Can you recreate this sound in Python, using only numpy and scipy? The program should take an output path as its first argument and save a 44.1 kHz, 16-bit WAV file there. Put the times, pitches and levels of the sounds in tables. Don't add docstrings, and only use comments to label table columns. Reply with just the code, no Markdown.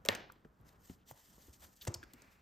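import sys
import numpy as np
from scipy import signal
from scipy.fft import rfft, irfft, next_fast_len
from scipy.io import wavfile
from scipy.ndimage import map_coordinates

SR = 44100
rng = np.random.default_rng(int(sys.argv[2]) if len(sys.argv) > 2 else 0)


def wav_record(signal):
    frames = np.transpose(np.atleast_2d(signal))
    bounded = np.clip(frames, -1, 1)
    quanta = np.round(bounded * 32767).astype(np.int16)
    wavfile.write(sys.argv[1], SR, quanta)


N = 106457


def amp(db):
    return 10 ** (np.asarray(db) / 20)


def unit(x):
    return x / np.sqrt(np.mean(x ** 2) + 1e-20)


def along(points, hz):
    f, v = np.transpose(points)
    return np.interp(np.log(hz + 1), np.log(f + 1), v)


def level(rows):
    s, db = np.transpose(rows)
    return amp(np.interp(np.arange(N) / SR, s, db, left=-120, right=-120))


def wobble(rate):
    knots = rng.standard_normal(int(N * rate / SR) + 4)
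    return map_coordinates(knots, [np.arange(N) * rate / SR])


def filtered(x, gain):
    n = x.shape[-1]
    m = next_fast_len(n + 4096)
    return irfft(rfft(x, m) * gain(np.fft.rfftfreq(m, 1 / SR)), m)[..., :n]


def shape(points):
    return lambda hz: amp(along(points, hz))


def bump(centre_hz, octaves):
    return lambda hz: 1 / (1 + (np.log2((hz + 1) / centre_hz) / octaves) ** 2) ** 1.29


# f/Hz, side over mid level/dB
STEREO_WIDTH = [(60, -18.5), (290, -9.5), (640, -5.5), (1400, 1), (2200, -9), (3500, -16), (5500, -15.5),
                (8000, -1), (15000, -1)]


def noise(gain, size=N):
    def mid_side_gain(hz):
        return gain(hz) * np.array([np.ones_like(hz), amp(along(STEREO_WIDTH, hz))])

    mid, side = filtered(rng.standard_normal((2, size)), mid_side_gain)
    return np.array([mid + side, mid - side]) / mid.std()


def skew(hz):
    return np.arctan(amp(along(STEREO_WIDTH, hz))) * np.array([[1], [-1]])


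def direct(gain, size=N):
    mono = noise(gain, size=size).mean(0)
    return filtered(mono, lambda hz: np.exp(1j * skew(hz)) / np.cos(skew(hz)))


def add(track, s, sound):
    part = track[:, round(s * SR):][:, :sound.shape[-1]]
    part += sound[..., :part.shape[1]]


FLOOR_DB, FLOOR_SWAY_DB = -68, 3
# f/Hz, level/dB
FLOOR_COLOUR = [(20, -9), (40, 1.5), (65, 4), (110, -3), (200, -3.5), (350, -10), (700, -15.5), (1400, -17),
                (2500, -29.5), (5000, -38.5), (9000, -47), (15000, -39.5)]


def room_tone():
    return amp(FLOOR_DB + FLOOR_SWAY_DB * wobble(14)) * noise(shape(FLOOR_COLOUR))


TICK_RISE_S, TICK_HOLD_S = 0.00035, 0.0008
# t/s, level/dB, centre f/Hz, width/octaves, t60/s
TICKS = [(.0508, -37.5, 5560, 1.9, 0.011), (.052, -43, 515, 0.47, 0.065), (.0592, -37, 6630, 5.4, 0.013),
         (.06, -50, 518.4, 1.6, 0.14), (0.1497, -37.5, 5680, 0.95, .018), (.299, -48, 1225, 0.21, 0.022),
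         (.3208, -52.5, 11000, 2.4, 0.013), (.448, -60.5, 1680, 0.58, 0.023),
         (.452, -51.5, 297.3, 0.46, 0.043), (.613, -68.5, 13000, 0.46, .008),
         (.896, -57, 2005, 1.35, 0.018), (.898, -49, 290, .45, .04), (1.1112, -43, 620, 1.2, 0.014),
         (1.1114, -48, 11000, 1, .008), (1.381, -59, 490, 0.49, 0.06), (1.851, -43, 9000, 5.6, 0.0096),
         (1.9195, -59, 8000, 0.77, 0.011), (1.941, -37, 4850, 0.19, 0.026),
         (1.941, -32.5, 6740, 0.22, 0.0072), (1.9444, -38.5, 6200, 1.1, 0.019),
         (2.0291, -40, 1543, 0.069, 0.03), (2.0294, -53, 3330, 0.96, 0.014), (2.036, -53, 2420, 1.5, 0.02),
         (2.135, -47.5, 7280, 1.8, 0.0173), (2.22, -53, 6920, 0.45, 0.014)]


def ticks():
    out, t = np.zeros((2, N)), np.arange(SR // 8) / SR
    for s, db, hz, octaves, t60 in TICKS:
        decay_db = -60 * np.maximum(t - TICK_HOLD_S, 0) / t60
        envelope = (1 - np.exp(-t / TICK_RISE_S)) * amp(db + decay_db)
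        add(out, s, envelope * direct(bump(hz, octaves), size=len(t)))
    return out


# f/Hz, t60/s
ROOM_T60 = [(100, 0.83), (500, 0.46), (2000, 0.43), (5000, 0.48), (9000, 0.16), (15000, .3)]


def diffuse(colour):
    hz, t, z = signal.stft(noise(colour, size=SR // 2), SR, nperseg=256)
    decay = amp(-60 * t / along(ROOM_T60, hz)[:, None])
    return signal.istft(z * decay, SR, nperseg=256)[1]


ROOM_DELAY_S, NEAR_WET_DB, ECHO_DB = 0.006, -8, -38
ECHO_GRAIN_DB = 1.5
# f/Hz, level/dB
ROOM_COLOUR = [(100, -14), (350, -5), (1000, -2.5), (1550, -9.5), (3500, -8.5), (5500, -8), (8000, -8.5),
               (14000, -9)]
# f/Hz, level/dB
CLACK_ECHO = [(100, -11.5), (350, -3), (700, -0.5), (950, -4), (1350, -7.5), (1780, 0.5), (2100, -3.5),
              (3400, -8.5), (4500, -14), (8300, -23.5), (11000, -23), (14500, -26)]


def room(near):
    out = np.zeros((2, N))
    tail = diffuse(np.ones_like)
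    tail = filtered(tail / np.linalg.norm(tail.mean(0)), shape(ROOM_COLOUR))
    near_mono = near.mean(0)[None]
    add(out, ROOM_DELAY_S, amp(NEAR_WET_DB) * signal.fftconvolve(near_mono, tail, axes=1))
    echo = diffuse(shape(CLACK_ECHO))
    grain_db = ECHO_GRAIN_DB * wobble(350)[:echo.shape[1]]
    add(out, CLACK[0] + ROOM_DELAY_S, echo * amp(ECHO_DB + grain_db))
    return out


CRACK_DB, CRACK_T60_S = -14, 0.0083
# t/s, level/dB
CLACK = (0.0872, -11.5)
# f/Hz, level/dB relative to the clack, t60/s, rise/s
CLACK_MODES = [(228, -15, 0.042, .002), (456, -12, 0.045, 0.0025), (561, -5, 0.032, 0.0024),
               (900, -13, 0.016, .001), (1102, -12, 0.022, 0.0013), (1844, -15.5, 0.049, 0.0017),
               (2160, -7.5, .016, 0.00038), (2850, -1, 0.01, 0.0012), (3510, 0, 0.0061, 0.0001),
               (3960, 1, 0.0055, .0002), (4600, -6.5, 0.0077, .0002), (5130, -17.5, 0.0098, 0.00014),
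               (7300, -15, 0.011, .0002), (8060, -10.5, 0.008, 0.0007)]
# f/Hz, level/dB
CRACK_COLOUR = [(200, -29.5), (2000, -10), (5000, -1.5), (9000, -2), (14000, -3), (16000, -17)]


def clack():
    s, db = CLACK
    t = np.maximum(np.arange(N) / SR - s, 0)
    ring = 0
    for hz, mode_db, t60, rise in CLACK_MODES:
        envelope = amp(mode_db - 60 * t / t60) * (1 - np.exp(-t / rise))
        ring = ring + envelope * np.sin(2 * np.pi * hz * t + skew(hz))
    crack = (t > 0) * amp(CRACK_DB - 60 * t / CRACK_T60_S) * direct(shape(CRACK_COLOUR))
    return amp(db) * (ring + crack)


THUMP_RISE_S, THUMP_PUFF_DB = 0.0021, -6
THUMP_SAG, THUMP_SAG_S = 0.42, 0.0042
# t/s, level/dB, settled f/Hz, t60/s
THUMPS = [(0.093, -47.5, 99, 0.22), (0.149, -49.5, 202.6, 0.066), (0.45, -51, 140.4, 0.068),
          (0.597, -51, 116, 0.086), (0.8986, -39, 170, 0.05), (0.909, -45, 78, 0.1),
          (1.109, -42.5, 290, 0.011), (1.114, -48, 116, 0.062), (1.381, -50, 150, 0.019),
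          (1.482, -50, 269.6, 0.026), (1.488, -55, 70, 0.11), (1.8812, -32, 101.5, 0.093),
          (1.878, -48, 346.8, 0.27), (1.958, -45.5, 82, 0.11), (2.029, -53, 292, 0.073),
          (2.138, -49.5, 245.7, 0.066)]


def thumps():
    out, t = np.zeros((2, N)), np.arange(SR // 4) / SR
    sagging = t + THUMP_SAG * THUMP_SAG_S * (1 - np.exp(-t / THUMP_SAG_S))
    for s, db, hz, t60 in THUMPS:
        tone = np.sin(2 * np.pi * hz * sagging)
        puff = amp(THUMP_PUFF_DB) * noise(bump(hz, octaves=0.79), size=len(t))
        envelope = amp(db - 60 * t / t60) * (1 - np.exp(-t / THUMP_RISE_S))
        add(out, s, envelope * (tone + puff))
    return out


SCUFF_RISE_S, SCUFF_T60_S = 0.00079, 0.017
# t/s, length before release/s, level/dB, centre f/Hz, width/octaves
SCUFFS = [(0.657, 0.11, -72, 500, 1.8), (0.986, 0.048, -81.5, 2960, 0.67), (1.168, 0.046, -76, 1000, 1.5),
          (1.529, 0.014, -62, 5890, 1.1), (1.619, 0.0327, -64, 900, 1.96),
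          (1.761, 0.013, -65.5, 6900, 1.08), (1.811, 0.0153, -53, 3640, 0.57),
          (1.817, 0.013, -57, 13700, 0.27), (1.8689, 0.012, -43, 788, 1.6), (1.872, .014, -45, 390, 0.68),
          (1.8712, 0.0098, -43, 6680, 0.51), (1.885, 0.0784, -61, 840, 0.94)]


def scuffs():
    out, t = np.zeros((2, N)), np.arange(SR // 5) / SR
    for s, length, db, hz, octaves in SCUFFS:
        release_db = -60 * np.maximum(t - length, 0) / SCUFF_T60_S
        envelope = amp(db + release_db) * (1 - np.exp(-t / SCUFF_RISE_S))
        add(out, s, envelope * direct(bump(hz, octaves), size=len(t)))
    return out


PATCH_DB, PATCH_HZ, PATCH_S = 1.5, 756, 0.027


def patchy(x):
    hz, t, z = signal.stft(x, SR, nperseg=256)
    knots = rng.standard_normal((len(hz), len(t)))
    field = map_coordinates(knots, np.meshgrid(hz / PATCH_HZ, t / PATCH_S, indexing="ij"))
    return signal.istft(z * amp(PATCH_DB * field), SR, nperseg=256)[1][:, :N]


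SNAGS_PER_S, SNAG_DB, SNAG_S = 70, 1, 0.0007


def snags():
    spikes = (rng.random(N) < SNAGS_PER_S / SR) * rng.exponential(size=N)
    decay = np.exp(-1 / (SNAG_S * SR))
    return 1 + amp(SNAG_DB) * signal.lfilter([1], [1, -decay], np.minimum(spikes, 2))


SWISH_FLUTTER_DB, SWISH_BED_DB = 1.6, -87
# peak t/s, time from peak to 1/e of the power/s, level/dB
STROKES = [(0.683, 0.0157, -66), (0.723, 0.011, -75.5), (0.887, 0.046, -63), (1.099, 0.017, -57.5),
           (1.19, 0.038, -65), (1.28, 0.069, -65.5), (1.436, 0.061, -64.5), (1.552, 0.023, -64.5),
           (1.634, 0.022, -57.5), (1.688, 0.056, -68), (1.785, 0.0082, -65.5), (1.839, 0.0235, -58.5),
           (2.33, 0.015, -70)]
# f/Hz, level/dB
SWISH_COLOUR = [(100, -9), (400, -11), (1000, -2.5), (1500, -8.5), (1800, 3.5), (2400, -5), (3100, 3),
                (3800, -0.5), (6500, 4), (8300, 0.5), (11500, 0), (14000, 1.5), (16000, -10.5)]
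# t/s, level/dB
RUSTLE = [(1.9, -77.5), (2.1, -71), (2.26, -68), (2.41, -75.5)]
# f/Hz, level/dB
RUSTLE_COLOUR = [(300, -5.5), (900, -3.5), (2000, 1), (2500, 1), (3100, -9), (5000, -11), (9000, -17)]


def swish():
    t = np.arange(N) / SR
    power = amp(SWISH_BED_DB) ** 2
    for s, half, db in STROKES:
        power = power + amp(db) ** 2 * np.exp(-((t - s) / half) ** 2)
    flutter = amp(SWISH_FLUTTER_DB * wobble(120))
    fibres = unit(patchy(noise(shape(SWISH_COLOUR)) * snags() * flutter))
    rustle = level(RUSTLE) * noise(shape(RUSTLE_COLOUR)) * amp(1.2 * wobble(71))
    return np.sqrt(power) * fibres + rustle


HAND_PAN_DB = 0.5


def scene():
    near = ticks() + scuffs() + thumps()
    pan = amp(HAND_PAN_DB * np.array([[0.5], [-0.5]]))
    return clack() + pan * (near + swish()) + room(near) + room_tone()


TOP_HZ = 16400
# f/Hz, level/dB
RESPONSE = [(20, -6), (60, 0.5), (8700, -1.5), (9400, -11), (9950, -25.5), (10500, -8), (11300, -1.5),
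            (14700, 0), (15700, -13)]


def record(dry):
    return filtered(dry, lambda hz: amp(along(RESPONSE, hz)) * (hz < TOP_HZ))


dry = scene()
out = record(dry)
wav_record(out)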